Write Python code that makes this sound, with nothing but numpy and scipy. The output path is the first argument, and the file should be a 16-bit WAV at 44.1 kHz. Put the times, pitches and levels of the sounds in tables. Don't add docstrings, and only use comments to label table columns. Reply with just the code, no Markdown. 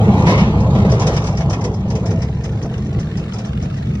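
import sys
import numpy as np
from scipy import signal
from scipy.fft import rfft, irfft, next_fast_len
from scipy.io import wavfile
from scipy.ndimage import uniform_filter1d, map_coordinates

SR = 44100
rng = np.random.default_rng(int(sys.argv[2]) if len(sys.argv) > 2 else 0)


def int16_out(signal):
    q = np.round(np.clip(np.atleast_2d(signal).T, -1, 1) * 32767)
    wavfile.write(sys.argv[1], SR, q.astype(np.int16))


N = 176400

# t/s, relative level/dB
RUMBLE_LEVEL = [(0, -13), (.45, -11), (.68, -13.5), (.78, -9.5), (1.06, -16), (1.3, -16.5), (1.6, -18),
                (2.2, -17), (2.35, -20.5), (3.2, -19), (3.4, -26), (3.55, -21), (4, -18.5)]
# f/Hz, level/dB
BODY_SPECTRUM = [(20, -28.5), (38, -14.5), (54, -12.5), (68, 0), (84, -10), (103, -1.5), (135, -1.5),
                 (160, -5), (215, -13.5), (245, -18.5), (350, -23.5), (600, -36), (1500, -77.5)]
# f/Hz, width/Hz, lift/dB
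BODY_MODES = [(106.2, 29, 1.45), (157, 11, 0.81), (189, 43, 3.7), (211.5, 20.6, 4.56)]
def rumble(level_db=-0.28, shake_db=0.7):
    gain = amp(curve(RUMBLE_LEVEL) + level_db + shake_db * wobble(22.08))
    return gain * vibration(BODY_SPECTRUM, BODY_MODES)


# t/s, relative level/dB
ROAR_LEVEL = [(0, -19.5), (.38, -17), (.5, -21), (1.09, -23), (1.37, -28), (1.67, -25.5), (1.78, -33.5),
              (1.88, -28.5), (2.15, -26.5), (2.37, -34), (2.55, -29), (3.45, -34), (4, -43.5)]
# t/s, level/dB
ROAR_TREBLE = [(0, 1), (.6, 3), (1.1, 8.5), (2.1, -0.5), (3.2, -15.5), (4, -13)]
# f/Hz, level/dB
RAIL_SPECTRUM = [(180, -89), (270, 0), (430, -4), (600, -8), (800, -6.5), (1050, -14), (1400, -21.5),
                 (3500, -88)]
# f/Hz, width/Hz, lift/dB
RAIL_MODES = [(440, 59, 6.5), (521, 67, 4.5), (660, 34, 5.5), (813, 14, 5), (996, 30, 6)]
def wheel_roar(level_db=-3, rough_db=2, split_hz=660):
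    roar = vibration(RAIL_SPECTRUM, RAIL_MODES, patchy_db=3)
    bass = filtered(roar, lambda hz: 1 / (1 + (hz / split_hz) ** 4))
    treble = amp(curve(ROAR_TREBLE)) * (roar - bass)
    return amp(curve(ROAR_LEVEL) + level_db + rough_db * wobble(70)) * (bass + treble)


# t/s, level/dB
DRONE_LEVEL = [(0, -16), (.3, -13), (.68, -24), (.78, -20.5), (.95, -31), (2.2, -32.5), (4, -33.5)]
# f/Hz, level/dB
DRONE_SPECTRUM = [(135, -39), (172, -3), (208, 1.5), (245, -13), (290, -17.5), (335, -10), (450, -19),
                  (900, -73)]
def wheel_drone():
    return amp(curve(DRONE_LEVEL)) * vibration(DRONE_SPECTRUM, BODY_MODES)


# t/s, body level/dB, rail level/dB
JOLTS = [(0.744, -18.5, -20.5), (.915, -19, -23.5), (1.481, -22, -30), (1.609, -21, -39), (1.87, -21, -43),
         (2.028, -17.5, -34), (2.64, -15.5, -30), (2.96, -14, -46), (3.622, -19, -38.5), (3.877, -20, -62)]
# f/Hz, level/dB
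STRUCK_RAIL = [(280, -28), (460, -2.5), (700, 0), (1050, -16), (1500, -22.5), (7500, -100)]
def jolts(attack_s=0.0053, hold_s=0.022, t60_s=0.12):
    thud = bursts([(s, hold_s, db) for s, db, _ in JOLTS], attack_s, t60_s)
    rail = bursts([(s, hold_s, db) for s, _, db in JOLTS], attack_s, t60_s)
    body = thud * vibration(BODY_SPECTRUM, BODY_MODES)
    return body + rail * vibration(STRUCK_RAIL, RAIL_MODES, patchy_db=3)


# t/s, hold/s, level/dB
SCRUBS = [(.26, 0.051, -18), (.37, 0.032, -22)]
# f/Hz, level/dB
GRIND_SPECTRUM = [(200, -22), (330, 6.5), (1000, 7), (1300, 2), (2000, 3.5), (4000, -6.5), (6000, -13.5),
                  (10000, -43), (15000, -61)]
HISS_SPECTRUM = [(3000, -14), (5500, 12), (8500, -7), (12500, -17.5), (14000, -43.5)]
# f/Hz, width/Hz, lift/dB
STEEL_MODES = [(1850, 80, 5), (2195, 45, 6), (2500, 80, 4), (2660, 40, 3), (3180, 60, 4), (4990, 70, 4),
               (5430, 45, 7), (5900, 90, 4)]
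def wheel_scrub(attack_s=0.011, hiss_db=-15):
    modes = RAIL_MODES + STEEL_MODES[:5]
    grind = bursts(SCRUBS, attack_s, t60_s=0.5) * vibration(GRIND_SPECTRUM, modes, patchy_db=3)
    hiss = bursts(SCRUBS, attack_s, t60_s=0.104) * vibration(HISS_SPECTRUM)
    return grind + amp(hiss_db) * hiss


# t/s, relative level/dB, knock offset/dB
CLANKS = [(0.602, -33, -7), (0.751, -35.5, 10), (0.897, -31.5, 3), (0.917, -23.5, -2), (0.996, -22.5, -1.5),
          (1.016, -23, 2), (1.068, -17, -3), (1.145, -29, -14), (1.164, -22, -2), (1.239, -27.5, -7),
          (1.268, -24, -3.5), (1.372, -26.5, -3.5), (1.4044, -30, 1), (1.498, -23, -5), (1.528, -25, 2),
          (1.6087, -31, -1), (1.6402, -23.5, -3), (1.738, -35.5, -19), (1.9015, -28, -5.5),
          (1.9525, -28, -3), (2.058, -27.5, -6), (2.105, -30.5, -0.5), (2.219, -29, -1.5),
          (2.439, -28.5, -2), (2.625, -32.5, -6), (2.7377, -39, 1.5), (2.995, -31.5, -6.5),
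          (3.1717, -30, -2.5), (3.334, -28.5, -9.5), (3.384, -30, -2.5), (3.451, -33.5, -4),
          (3.6247, -33.5, -2.5), (3.769, -38, -4)]
# f/Hz, level/dB
RING_SPECTRUM = [(2000, -14), (4300, -4.5), (5100, 4), (6000, 3.5), (6700, -0.5), (7500, -5.5),
                 (8500, -15.5), (12000, -33), (14000, -48)]
KNOCK_SPECTRUM = [(200, -37), (500, 13), (900, 12.5), (1400, 11.5), (2200, 10.5), (3200, 6), (4500, -4.5),
                  (8000, -57.5)]
def clanks(attack_s=.005, hold_s=.005, ring_db=-7, knock_db=-4, rail_db=-7, chatter_db=-0.5):
    ring_hits = [(s - attack_s / 2, hold_s, db + ring_db) for s, db, _ in CLANKS]
    knock_hits = [(s, hold_s, db + offset + knock_db) for s, db, offset in CLANKS]
    rail_hits = [(s, hold_s, db + rail_db) for s, db, _ in CLANKS]
    chatter = unit(amp(chatter_db * wobble(220)))
    ring = bursts(ring_hits, attack_s, t60_s=.13) * vibration(RING_SPECTRUM, STEEL_MODES, patchy_db=3)
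    knock = bursts(knock_hits, attack_s, t60_s=.15) * vibration(KNOCK_SPECTRUM, STEEL_MODES, patchy_db=3)
    rail = bursts(rail_hits, attack_s=.012, t60_s=.48) * vibration(STRUCK_RAIL, RAIL_MODES, patchy_db=3)
    return chatter * (ring + knock + rail)


# t/s, level/dB
WIND_LEVEL = [(0, -34.5), (.22, -29.5), (.5, -36), (.68, -38.5), (.77, -31), (.88, -35.5), (1.15, -32),
              (1.45, -42.5), (1.8, -44.5), (2.1, -41), (2.35, -45), (3.2, -41.5), (4, -44)]
# f/Hz, level/dB
WIND_SPECTRUM = [(400, -15), (1100, 8), (1800, 6.5), (2800, 2.5), (4000, -2.5), (4900, -8), (7200, -8.5),
                 (8500, -24), (12000, -30), (13500, -66.5)]
def wind(flutter_db=-1.8):
    return amp(curve(WIND_LEVEL) + flutter_db * wobble(220)) * vibration(WIND_SPECTRUM, patchy_db=3.5)


# t/s, relative level/dB
TICK_LEVEL = [(2.28, -42.5), (2.9, -42), (3.3, -38), (4, -41.5)]
# f/Hz, level/dB
TICK_SPECTRUM = [(600, -23), (1300, 1.5), (1900, -3), (2900, 5), (6000, -17), (8000, -16.5), (13000, -38)]
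def ticking(count=42, start_s=2.2846, gap_s=.0411, gap_growth_s=.0000286,
            scatter_db=2, ring_hz=1720, pitch_spread=.11, ring_db=-0.5):
    k = np.arange(count)
    times = start_s + gap_s * k + gap_growth_s * k ** 2 / 2
    size, pitch = rng.standard_normal((count, 2)).T
    beats = bursts([(s, .002, db) for s, db in zip(times, scatter_db * size)], attack_s=.002, t60_s=.028)
    latest_tick = np.searchsorted(times, np.arange(N) / SR) - 1
    hz = ring_hz * np.exp(pitch_spread * pitch[latest_tick])
    ring = amp(ring_db) * np.sin(2 * np.pi * np.cumsum(hz) / SR)
    click = vibration(TICK_SPECTRUM, patchy_db=3)
    return amp(curve(TICK_LEVEL)) * beats * (click + ring)


# t/s, relative level/dB
JANGLE_LEVEL = [(.8, -53), (.9, -44), (1.25, -41), (1.45, -51), (4, -55)]
# t/s, level/dB
CLINKS = [(2.778, -42), (2.821, -46), (2.866, -44), (2.928, -46), (3.866, -51), (3.95, -42)]
def rattle(hits_per_s=70, range_db=10, attack_s=.002, t60_s=.05):
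    draws = rng.random((int(hits_per_s * N / SR), 2))
    hits = [(when * N / SR, 0, range_db * (size - .5)) for when, size in draws]
    jangle = amp(curve(JANGLE_LEVEL)) * bursts(hits, attack_s, t60_s)
    clinks = bursts([(s, 0, db) for s, db in CLINKS], attack_s, t60_s)
    return np.hypot(jangle, clinks) * vibration(RING_SPECTRUM, STEEL_MODES, patchy_db=3)


# t/s, level/dB
BREEZE_LEVEL = [(2, -71), (2.8, -59.5), (3.5, -40.5)]
# f/Hz, level/dB
BREEZE_SPECTRUM = [(150, -34.5), (400, -2.5), (800, 5.5), (1300, -36.5)]
def crosswind():
    breeze = unit(filtered(rng.standard_normal(N), lambda hz: amp(along(BREEZE_SPECTRUM, hz))))
    return amp(curve(BREEZE_LEVEL)) * np.array([breeze, -breeze])


# f/Hz, side over mid/dB
WIDTH_CLIMB = [(600, -67), (1450, 10), (2200, 9.5), (4200, -0.5), (8300, 10.5), (11000, -7.5)]
WIDTH_CREST = [(450, -58.5), (1000, -1), (1800, -11.5), (3000, 16.5), (4000, -4), (5100, -7), (8000, 8),
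               (11000, -29)]
# t/s, crest share/0-1
CREST_SHARE = [(.8, 0.017), (1.9, 0.28), (2.35, 0.62)]
def vibration(spectrum, modes=(), patchy_db=0):
    noise = rng.standard_normal((2, N))
    if patchy_db:
        frames = signal.stft(noise, nperseg=1024)[2]
        patches = uniform_filter1d(rng.standard_normal(frames.shape[1:]), size=3, axis=0)
        patches = uniform_filter1d(patches, size=6, axis=1)
        noise = signal.istft(frames * amp(patchy_db * unit(patches)), nperseg=1024)[1][:, :N]
    hz = np.fft.rfftfreq(N, 1 / SR)
    resonance_db = sum(lift / (1 + (2 * (hz - f) / width) ** 2) for f, width, lift in modes)
    coloured = rfft(noise) * amp(along(spectrum, hz) + resonance_db)

    def mid_side(width):
        angle = np.arctan(amp(along(width, hz)))
        return irfft(coloured * np.array([np.cos(angle), np.sin(angle)]), N)
    crest = curve(CREST_SHARE)
    mid, side = (1 - crest) * mid_side(WIDTH_CLIMB) + crest * mid_side(WIDTH_CREST)
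    return unit(np.array([mid + side, mid - side]))


def bursts(rows, attack_s, t60_s):
    power = np.zeros(N + 2 * SR)
    t = np.arange(SR // 10 + int(t60_s * SR)) / SR
    rise = np.minimum(t / attack_s, 1)
    for s, hold_s, db in rows:
        decay = np.exp(-np.log(1000) * np.maximum(t - attack_s - hold_s, 0) / t60_s)
        power[max(round(s * SR), 0):][:len(t)] += (amp(db) * rise * decay) ** 2
    return np.sqrt(power[:N])


def amp(db):
    return 10 ** (np.asarray(db) / 20)


def unit(x):
    return x / np.sqrt(np.mean(x ** 2) + 1e-20)


def along(points, hz):
    f, value = np.transpose(points)
    return np.interp(np.log(hz + 1), np.log(f + 1), value)


def curve(rows):
    return np.interp(np.arange(N) / SR, *np.transpose(rows))


def wobble(rate):
    return map_coordinates(rng.standard_normal(8192), [np.arange(N) * rate / SR], mode="wrap")


def filtered(x, response):
    size = next_fast_len(N + SR // 2)
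    return irfft(rfft(x, size) * response(np.fft.rfftfreq(size, 1 / SR)), size)[..., :N]


def scene():
    running = rumble() + wheel_drone() + jolts() + wheel_roar() + wheel_scrub()
    return running + clanks() + wind() + ticking() + rattle() + crosswind()


def record(dry):
    ceiling, top_hz = .95, 15800
    rounded = dry / (1 + np.abs(dry / ceiling) ** 8) ** (1 / 8)
    return filtered(rounded, lambda hz: hz < top_hz)


dry = scene()
out = record(dry)
int16_out(out)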